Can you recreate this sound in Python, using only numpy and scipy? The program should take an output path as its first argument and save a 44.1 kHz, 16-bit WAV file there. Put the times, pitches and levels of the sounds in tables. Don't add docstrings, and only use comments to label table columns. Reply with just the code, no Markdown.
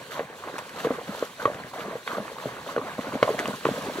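import sys
import numpy as np
from scipy import signal
from scipy.fft import rfft, irfft, next_fast_len
from scipy.io import wavfile
from scipy.ndimage import uniform_filter1d, map_coordinates

SR = 44100
rng = np.random.default_rng(int(sys.argv[2]) if len(sys.argv) > 2 else 0)


def int16_out(signal):
    q = np.round(np.clip(np.atleast_2d(signal).T, -1, 1) * 32767)
    wavfile.write(sys.argv[1], SR, q.astype(np.int16))


N = 176400

# start_s, length_s, churn_db, spray_db
SWISH_STROKES = [(0.105, 0.035, -45, -38), (0.147, 0.08, -40.5, -53), (0.295, .06, -48.5, -73),
                 (0.433, 0.053, -44, -56), (0.525, 0.019, -39.5, -72), (0.58, 0.0077, -47, -45),
                 (0.755, 0.1, -38.5, -42), (0.849, 0.12, -38.5, -47), (1.07, 0.18, -42, -41),
                 (1.392, 0.046, -41.5, -43), (1.459, 0.15, -39.5, -77), (1.728, 0.099, -38, -44),
                 (1.853, 0.12, -45.5, -56.5), (2.061, 0.09, -38, -40), (2.168, 0.016, -36.5, -56),
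                 (2.375, 0.14, -43, -43.5), (2.658, 0.065, -36.5, -43), (2.76, 0.12, -37.5, -60),
                 (2.971, 0.058, -45, -43), (3.034, 0.06, -37.5, -52), (3.125, 0.045, -37, -45),
                 (3.227, 0.099, -35, -39.5), (3.38, .04, -37, -43), (3.423, 0.12, -40.5, -46.5),
                 (3.647, 0.11, -41, -41.5), (3.765, 0.061, -45, -61), (3.867, 0.056, -47, -70),
                 (3.928, 0.1, -63, -42)]
# frequency_hz, level_db (per Hz)
CHURN_COLOUR = [(35, -55), (60, -23.5), (209, -3.5), (372, -8), (633, 1), (800, -6.5), (1110, -4),
                (1490, -8.5), (1800, -17), (2010, -9.5), (2500, -19), (3250, -48), (5500, -120)]
# frequency_hz, level_db (per Hz)
SPRAY_COLOUR = [(1000, 12.5), (1700, 3.5), (2380, -6.5), (3240, -1.5), (4360, -5), (5060, -11.5),
                (6160, -9), (10200, -17), (12400, -10.5), (15800, -25)]
ATTACK_S, RELEASE_S = 0.0073, 0.022
CHURN_FLUTTER_DB, SPRAY_FLUTTER_DB = 2.0, 2.4

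# start_s, level_db, pitch_hz, t60_ms (time to fall 60 dB)
AIR_POCKETS = [(0.177, -27.5, 605, 12), (0.1985, -26, 1800, 10), (0.2, -27, 1080, 23),
               (0.1937, -15, 555, 9.4), (0.2058, -20, 480, 17), (0.299, -31.5, 440, 19),
               (0.438, -27, 1160, 12), (0.473, -26, 580, 10), (0.485, -25, 1033, 8),
               (0.5394, -23.5, 415, 10), (0.5415, -30, 1561, 15), (0.5822, -26, 960, 17),
               (0.589, -29, 990, 20), (0.8467, -16, 474, 51), (0.847, -21.5, 1110, 16),
               (0.8687, -13, 445, 10.6), (0.871, -29, 1590, 21), (0.904, -22.5, 274, 26),
               (0.9053, -12, 493, 8.7), (0.908, -22.5, 1120, 11), (0.914, -24, 524, 45),
               (1.122, -27, 694, 9.1), (1.1484, -28.5, 940, 17), (1.172, -31, 650, 7.6),
               (1.181, -27.5, 600, 9), (1.2248, -11.5, 488, 9.9), (1.2255, -24, 1100, 14),
               (1.3985, -30, 1530, 49), (1.4183, -28, 979, 10), (1.4194, -28, 1470, 9.9),
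               (1.4549, -10, 476, 8.1), (1.4541, -9, 1137, 28), (1.4763, -20, 584, 46),
               (1.4768, -25, 990, 13), (1.5, -20, 570, 5.9), (1.7836, -28, 443, 40), (1.7943, -25, 478, 15),
               (1.878, -31, 350, 31), (1.883, -24, 370, 10), (1.9537, -21, 494, 21),
               (2.0751, -33, 667, 7.4), (2.0761, -21.5, 1140, 10), (2.1158, -24.5, 1510, 11),
               (2.1493, -23.5, 1180, 21), (2.1818, -17, 581, 12), (2.1982, -28, 207, 57),
               (2.2016, -25.5, 616, 17), (2.316, -33, 473, 25), (2.384, -28, 1140, 14),
               (2.4248, -30, 950, 12), (2.4559, -15.5, 540, 11), (2.4665, -23.5, 360, 14),
               (2.6903, -28, 1055, 30), (2.7634, -12, 514, 11), (2.7631, -19.5, 1450, 16),
               (2.7757, -12, 453, 15), (2.7804, -17, 1141, 9), (2.7897, -24, 420, 24),
               (2.814, -23, 1130, 11), (2.8146, -35, 273, 64), (2.8217, -31, 1010, 13),
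               (2.885, -28, 1000, 14), (2.982, -22.5, 585, 13), (2.9881, -19.5, 230, 9.3),
               (2.9894, -28, 1060, 25), (2.9897, -19.5, 530, 12), (3.0683, -26.5, 320, 18),
               (3.136, -21.5, 360, 9.2), (3.153, -17, 600, 6.2), (3.1528, -21.5, 238, 20),
               (3.227, -2, 540, 8.9), (3.2288, -12.5, 1050, 19.6), (3.2468, -24.5, 510, 54),
               (3.2764, -17, 616, 15), (3.2799, -19, 1020, 14), (3.2899, -23.5, 1033, 33),
               (3.2905, -11, 570, 15), (3.3023, -14.5, 418, 42), (3.3377, -26, 478, 17),
               (3.3447, -24.5, 605, 18), (3.344, -27.5, 177, 18), (3.3866, -27.5, 717, 31),
               (3.3908, -14.5, 1910, 6.8), (3.3977, -26, 340, 14), (3.4045, -24, 1470, 10),
               (3.4102, -32, 960, 9.2), (3.4467, -30, 217, 44), (3.4565, -19, 1120, 12),
               (3.4566, -23, 2830, 6), (3.4835, -15, 492, 7.5), (3.4915, -25, 209, 38),
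               (3.5065, -26, 573, 13), (3.5308, -31, 1447, 36), (3.5352, -26, 211, 10),
               (3.5394, -26.5, 1040, 26), (3.6524, -10.5, 430, 9.4), (3.6543, -10, 1080, 6),
               (3.665, -25, 1007, 39), (3.6654, -15.5, 370, 15), (3.688, -10, 494, 6),
               (3.7102, -20.5, 221, 21), (3.7374, -27, 506, 14), (3.7774, -24, 545, 40),
               (3.7828, -29, 242, 29), (3.8826, -22, 290, 11), (3.8966, -23, 567, 20),
               (3.9541, -26, 310, 14), (3.9844, -23, 380, 52), (3.9955, -26, 1496, 12)]
RISE_CYCLES, PLOP_ROUGH, ROUNDING = 1, 0.1, 1.25

# start_s, level_db, treble_share_db, t60_ms
WATER_SLAPS = [(0.193, -20.5, -34, 12), (0.582, -27, -2.5, 15), (0.587, -24.5, -9, 16.5),
               (0.692, -34.5, -4, 22), (0.802, -23, -15, 12), (0.8463, -24, -26, 9.7),
               (0.8692, -26, -22, 14), (1.159, -39, 1, 14), (1.4543, -18.5, -26, 18.7),
               (1.5442, -29.5, -14, 18), (1.805, -31.5, -30, 30), (2.0763, -15.5, -32, 12.2),
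               (2.7634, -25, -19.5, 11), (2.781, -26, -28, 17), (3.009, -26, -28, 16),
               (3.2277, -5.5, -20.5, 13.3), (3.391, -20, -6, 9.1), (3.3963, -15.5, -10, 9.4),
               (3.4555, -21, -18, 16), (3.4764, -23, -1, 9), (3.558, -36, 2, 14), (3.652, -11, -23, 9.5),
               (3.6673, -22, -19, 14), (3.8216, -33, 1, 14), (3.97, -27, -16, 12)]
# frequency_hz, level_db
SLAP_BODY_COLOUR = [(700, -26), (1500, 11), (2600, 4.5), (4300, -7), (5200, -22), (9000, -70)]
# frequency_hz, level_db
SLAP_TREBLE_COLOUR = [(3000, -24), (5000, 7), (12000, -2), (16000, -12)]
SLAP_RISE_S = 0.00098

# start_s, level_db, starting_pitch_hz
HOOF_THUDS = [(0.585, -36, 175), (0.847, -24.5, 204), (1.0907, -20.5, 236), (1.453, -23, 162),
              (1.545, -30.5, 131), (1.645, -37, 200), (1.817, -34, 260), (1.949, -44, 156),
              (2.189, -30, 200), (2.456, -22.5, 189), (2.777, -29, 181), (2.984, -43, 195),
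              (3.087, -35, 159), (3.148, -24, 198), (3.224, -22, 172), (3.291, -29, 131),
              (3.476, -27.5, 200), (3.534, -41, 182), (3.652, -19.5, 198), (3.687, -21, 202)]
THUD_T60_S, THUD_RISE_S = 0.075, 0.0014
THUD_SAG, SAG_S = 0.48, 0.014

# frequency_hz, t60_s
SCATTER_DECAY = [(150, 0.053), (1000, 0.093), (6000, 0.071)]
SCATTER_DB, LOW_CUT_HZ = -9, 62

# frequency_hz, level_db (per Hz)
WASH_COLOUR = [(18, -30), (30, -18), (48, -14.5), (156, -0.5), (335, -4.5), (471, 1), (795, -5.5),
               (1120, -1), (1310, -8.5), (1570, -2), (2210, -10.5), (4260, -15), (4980, -21.5),
               (6150, -20.5), (12800, -27.5), (15800, -31)]
# time_s, body_db, hiss_db
CREEK_LEVEL = [(0.0, -42, -50), (0.2, -42.5, -51), (0.29, -43, -56), (0.37, -43, -49.5), (2.07, -43, -50),
               (3.18, -41.5, -48.5), (3.26, -39, -44.5), (4.0, -37.5, -44)]
SPLIT_HZ = 2630
BODY_FLUTTER_DB, BODY_FLUTTER_PER_S = 2.4, 15
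HISS_FLUTTER_DB, HISS_FLUTTER_PER_S = 1.2, 40

# frequency_hz, likeness (1 = identical)
LIKENESS = [(40, .55), (90, 1), (290, 0.98), (640, 0.91), (1410, 0.83), (3100, 0.51), (6820, 0.28),
            (15000, 0.19)]
# frequency_hz, difference_db
PORT_LEVEL = [(60, 1.5), (110, 0), (200, 1.5), (380, 0), (700, 0.5), (1290, -3.5), (2380, 0.5), (4400, -3),
              (8120, 0.5), (15000, 1.5)]
# frequency_hz, lead_radians
PORT_PHASE = [(0, -5.5), (1210, 0.74), (1720, 1.68), (3790, 0.0), (4570, 0.65), (5860, 7), (9040, 8),
              (14100, 8.5), (16400, 8)]
TOP_HZ = 15800


def amp(db):
    return 10 ** (np.asarray(db) / 20)


def unit(x):
    return x / np.sqrt(np.mean(x ** 2) + 1e-20)


def along(points, hz):
    frequency, value = np.transpose(points)
    return np.interp(np.log(hz + 1), np.log(frequency + 1), value)


def wobble(rate):
    knots = rng.standard_normal(int(N * rate / SR) + 4)
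    return map_coordinates(knots, [np.arange(N) * rate / SR])


def filtered(x, response):
    size = next_fast_len(N + 8192)
    spectrum = rfft(x, size) * response(np.fft.rfftfreq(size, 1 / SR))
    return irfft(spectrum, size)[..., :N]


def spread(pair, wide):
    def mix(hz):
        turn = np.clip(wide, 0, 1.5) * np.arccos(np.clip(along(LIKENESS, hz), -1, 1)) / 2
        return np.array([np.cos(turn), np.sin(turn)])

    mid, side = filtered(pair, mix)
    return np.array([mid + side, mid - side])


def bubbles(bubble_hz, cycles, scatter_db, count):
    start = rng.integers(0, N, (count, 1))
    t = np.arange(700) / SR
    hz = np.clip(bubble_hz * np.exp(0.765 * rng.standard_normal((count, 1))), 100, 15000)
    turns = hz * t
    shape = turns * np.exp(-turns / cycles) * np.sin(2 * np.pi * turns) * np.sqrt(hz)
    shape = shape * amp(scatter_db * np.minimum(rng.exponential(size=(count, 1)), 3))
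    index = (start + np.arange(len(t))).ravel()

    def one_side():
        strength = rng.standard_normal((count, 1))
        return np.bincount(index, (shape * strength).ravel())[:N]

    return np.array([one_side(), one_side()])


def water(spectrum, bubble_hz, cycles, grain_db, scatter_db, patchy_db, count):
    z = signal.stft(rng.standard_normal((2, N)), nperseg=512)[2]
    patches = uniform_filter1d(rng.standard_normal(z.shape[1:]), size=5, axis=0)
    patches = uniform_filter1d(patches, size=6, axis=1)
    noise = signal.istft(z * amp(patchy_db * unit(patches)), nperseg=512)[1][:, :N]
    drops = bubbles(bubble_hz, cycles, scatter_db, count)
    colour = lambda hz: amp(along(spectrum, hz))
    return unit(unit(filtered(noise, colour)) + amp(grain_db) * unit(filtered(drops, colour)))


def swishes():
    t, churn, spray = np.arange(N) / SR, np.zeros(N), np.zeros(N)
    for start, length, churn_db, spray_db in SWISH_STROKES:
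        rise = np.clip((t - start) / ATTACK_S, 0, 1)
        shape = rise * np.exp(-np.maximum(t - start - length, 0) / RELEASE_S)
        churn += shape * amp(churn_db)
        spray += shape * amp(spray_db)
    low = water(CHURN_COLOUR + [(3500, -60)], bubble_hz=893, cycles=1.15, grain_db=1,
                scatter_db=2.5, patchy_db=3.5, count=2500)
    low = low * amp(CHURN_FLUTTER_DB * wobble(40.1))
    high = water([(1200, -50)] + SPRAY_COLOUR, bubble_hz=5350, cycles=0.49, grain_db=-3.5,
                 scatter_db=4.0, patchy_db=-1.0, count=2000)
    high = high * amp(SPRAY_FLUTTER_DB * wobble(50))
    return spread(churn * low, wide=0.77) + spread(spray * high, wide=1.0)


def ring(hz, t60, t):
    rise = RISE_CYCLES / hz
    fall = amp(-60 * (np.maximum(t - rise, 0) / t60) ** ROUNDING)
    shape = np.sin(np.pi / 2 * np.minimum(t / rise, 1)) ** 2 * fall
    return shape * np.sin(2 * np.pi * hz * t)


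def plops():
    out, t = np.zeros(N + SR), np.arange(SR // 8) / SR
    ragged = 1 + PLOP_ROUGH * wobble(350)
    for start, db, hz, ms in AIR_POCKETS:
        out[round(start * SR):][:len(t)] += amp(db) * ring(hz, ms / 1000, t)
    return out[:N] * ragged


def slaps():
    t = np.arange(SR // 10) / SR
    body, treble = np.zeros((2, N + SR))
    for start, db, treble_db, ms in WATER_SLAPS:
        shape = amp(db - 60 * t / (ms / 1000)) * (1 - np.exp(-t / SLAP_RISE_S))
        first = round(start * SR)
        body[first:][:len(t)] += shape
        treble[first:][:len(t)] += shape * amp(treble_db)

    def noise(points):
        return unit(filtered(rng.standard_normal(N), lambda hz: amp(along(points, hz))))

    return body[:N] * noise(SLAP_BODY_COLOUR) + treble[:N] * noise(SLAP_TREBLE_COLOUR)


def thuds():
    out, t = np.zeros(N + SR), np.arange(SR // 6) / SR
    slowing = t * (1 - THUD_SAG) + THUD_SAG * SAG_S * (1 - np.exp(-t / SAG_S))
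    for start, db, hz in HOOF_THUDS:
        shape = amp(db - 60 * t / THUD_T60_S) * (1 - np.exp(-t / THUD_RISE_S))
        out[round(start * SR):][:len(t)] += shape * np.sin(2 * np.pi * hz * slowing)
    return out[:N]


def banks(x):
    hz, t, z = signal.stft(rng.standard_normal((2, SR // 4)), SR, nperseg=128)
    fall = amp(-60 * t / along(SCATTER_DECAY, hz)[:, None])
    tail = signal.istft(z * fall, SR, nperseg=128)[1]
    late = np.pad(x, (130, 0))
    return signal.fftconvolve(late[None], tail / np.linalg.norm(tail[0]), axes=1)[:, :N]


def creek():
    time_s, body_db, hiss_db = np.transpose(CREEK_LEVEL)
    t = np.arange(N) / SR
    wash = water(WASH_COLOUR, bubble_hz=1004, cycles=1.28, grain_db=-1.5,
                 scatter_db=3.0, patchy_db=1.68, count=2500)
    low_share = lambda hz: 1 / (1 + (hz / SPLIT_HZ) ** 4)
    body_level = np.interp(t, time_s, body_db) + BODY_FLUTTER_DB * wobble(BODY_FLUTTER_PER_S)
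    body = unit(filtered(wash, low_share)) * amp(body_level)
    hiss_level = np.interp(t, time_s, hiss_db) + HISS_FLUTTER_DB * wobble(HISS_FLUTTER_PER_S)
    hiss = unit(filtered(wash, lambda hz: 1 - low_share(hz))) * amp(hiss_level)
    return spread(body + hiss, wide=1.0)


def scene():
    low_cut = lambda hz: (1j * hz / (LOW_CUT_HZ + 1j * hz)) ** 2
    hits = filtered(plops() + slaps() + thuds(), low_cut)
    scatter = amp(SCATTER_DB) * spread(banks(hits), wide=1.0)
    return hits + scatter + swishes() + creek()


def record(dry):
    half = np.array([[0.5], [-0.5]])

    def ports(hz):
        level = amp(along(PORT_LEVEL, hz) * half)
        fade = np.minimum(hz / PORT_PHASE[1][0], 1)
        phase = np.exp(1j * along(PORT_PHASE, hz) * fade * half)
        return level * phase * (hz < TOP_HZ)

    return filtered(dry, ports)


dry = scene()
out = record(dry)
int16_out(out)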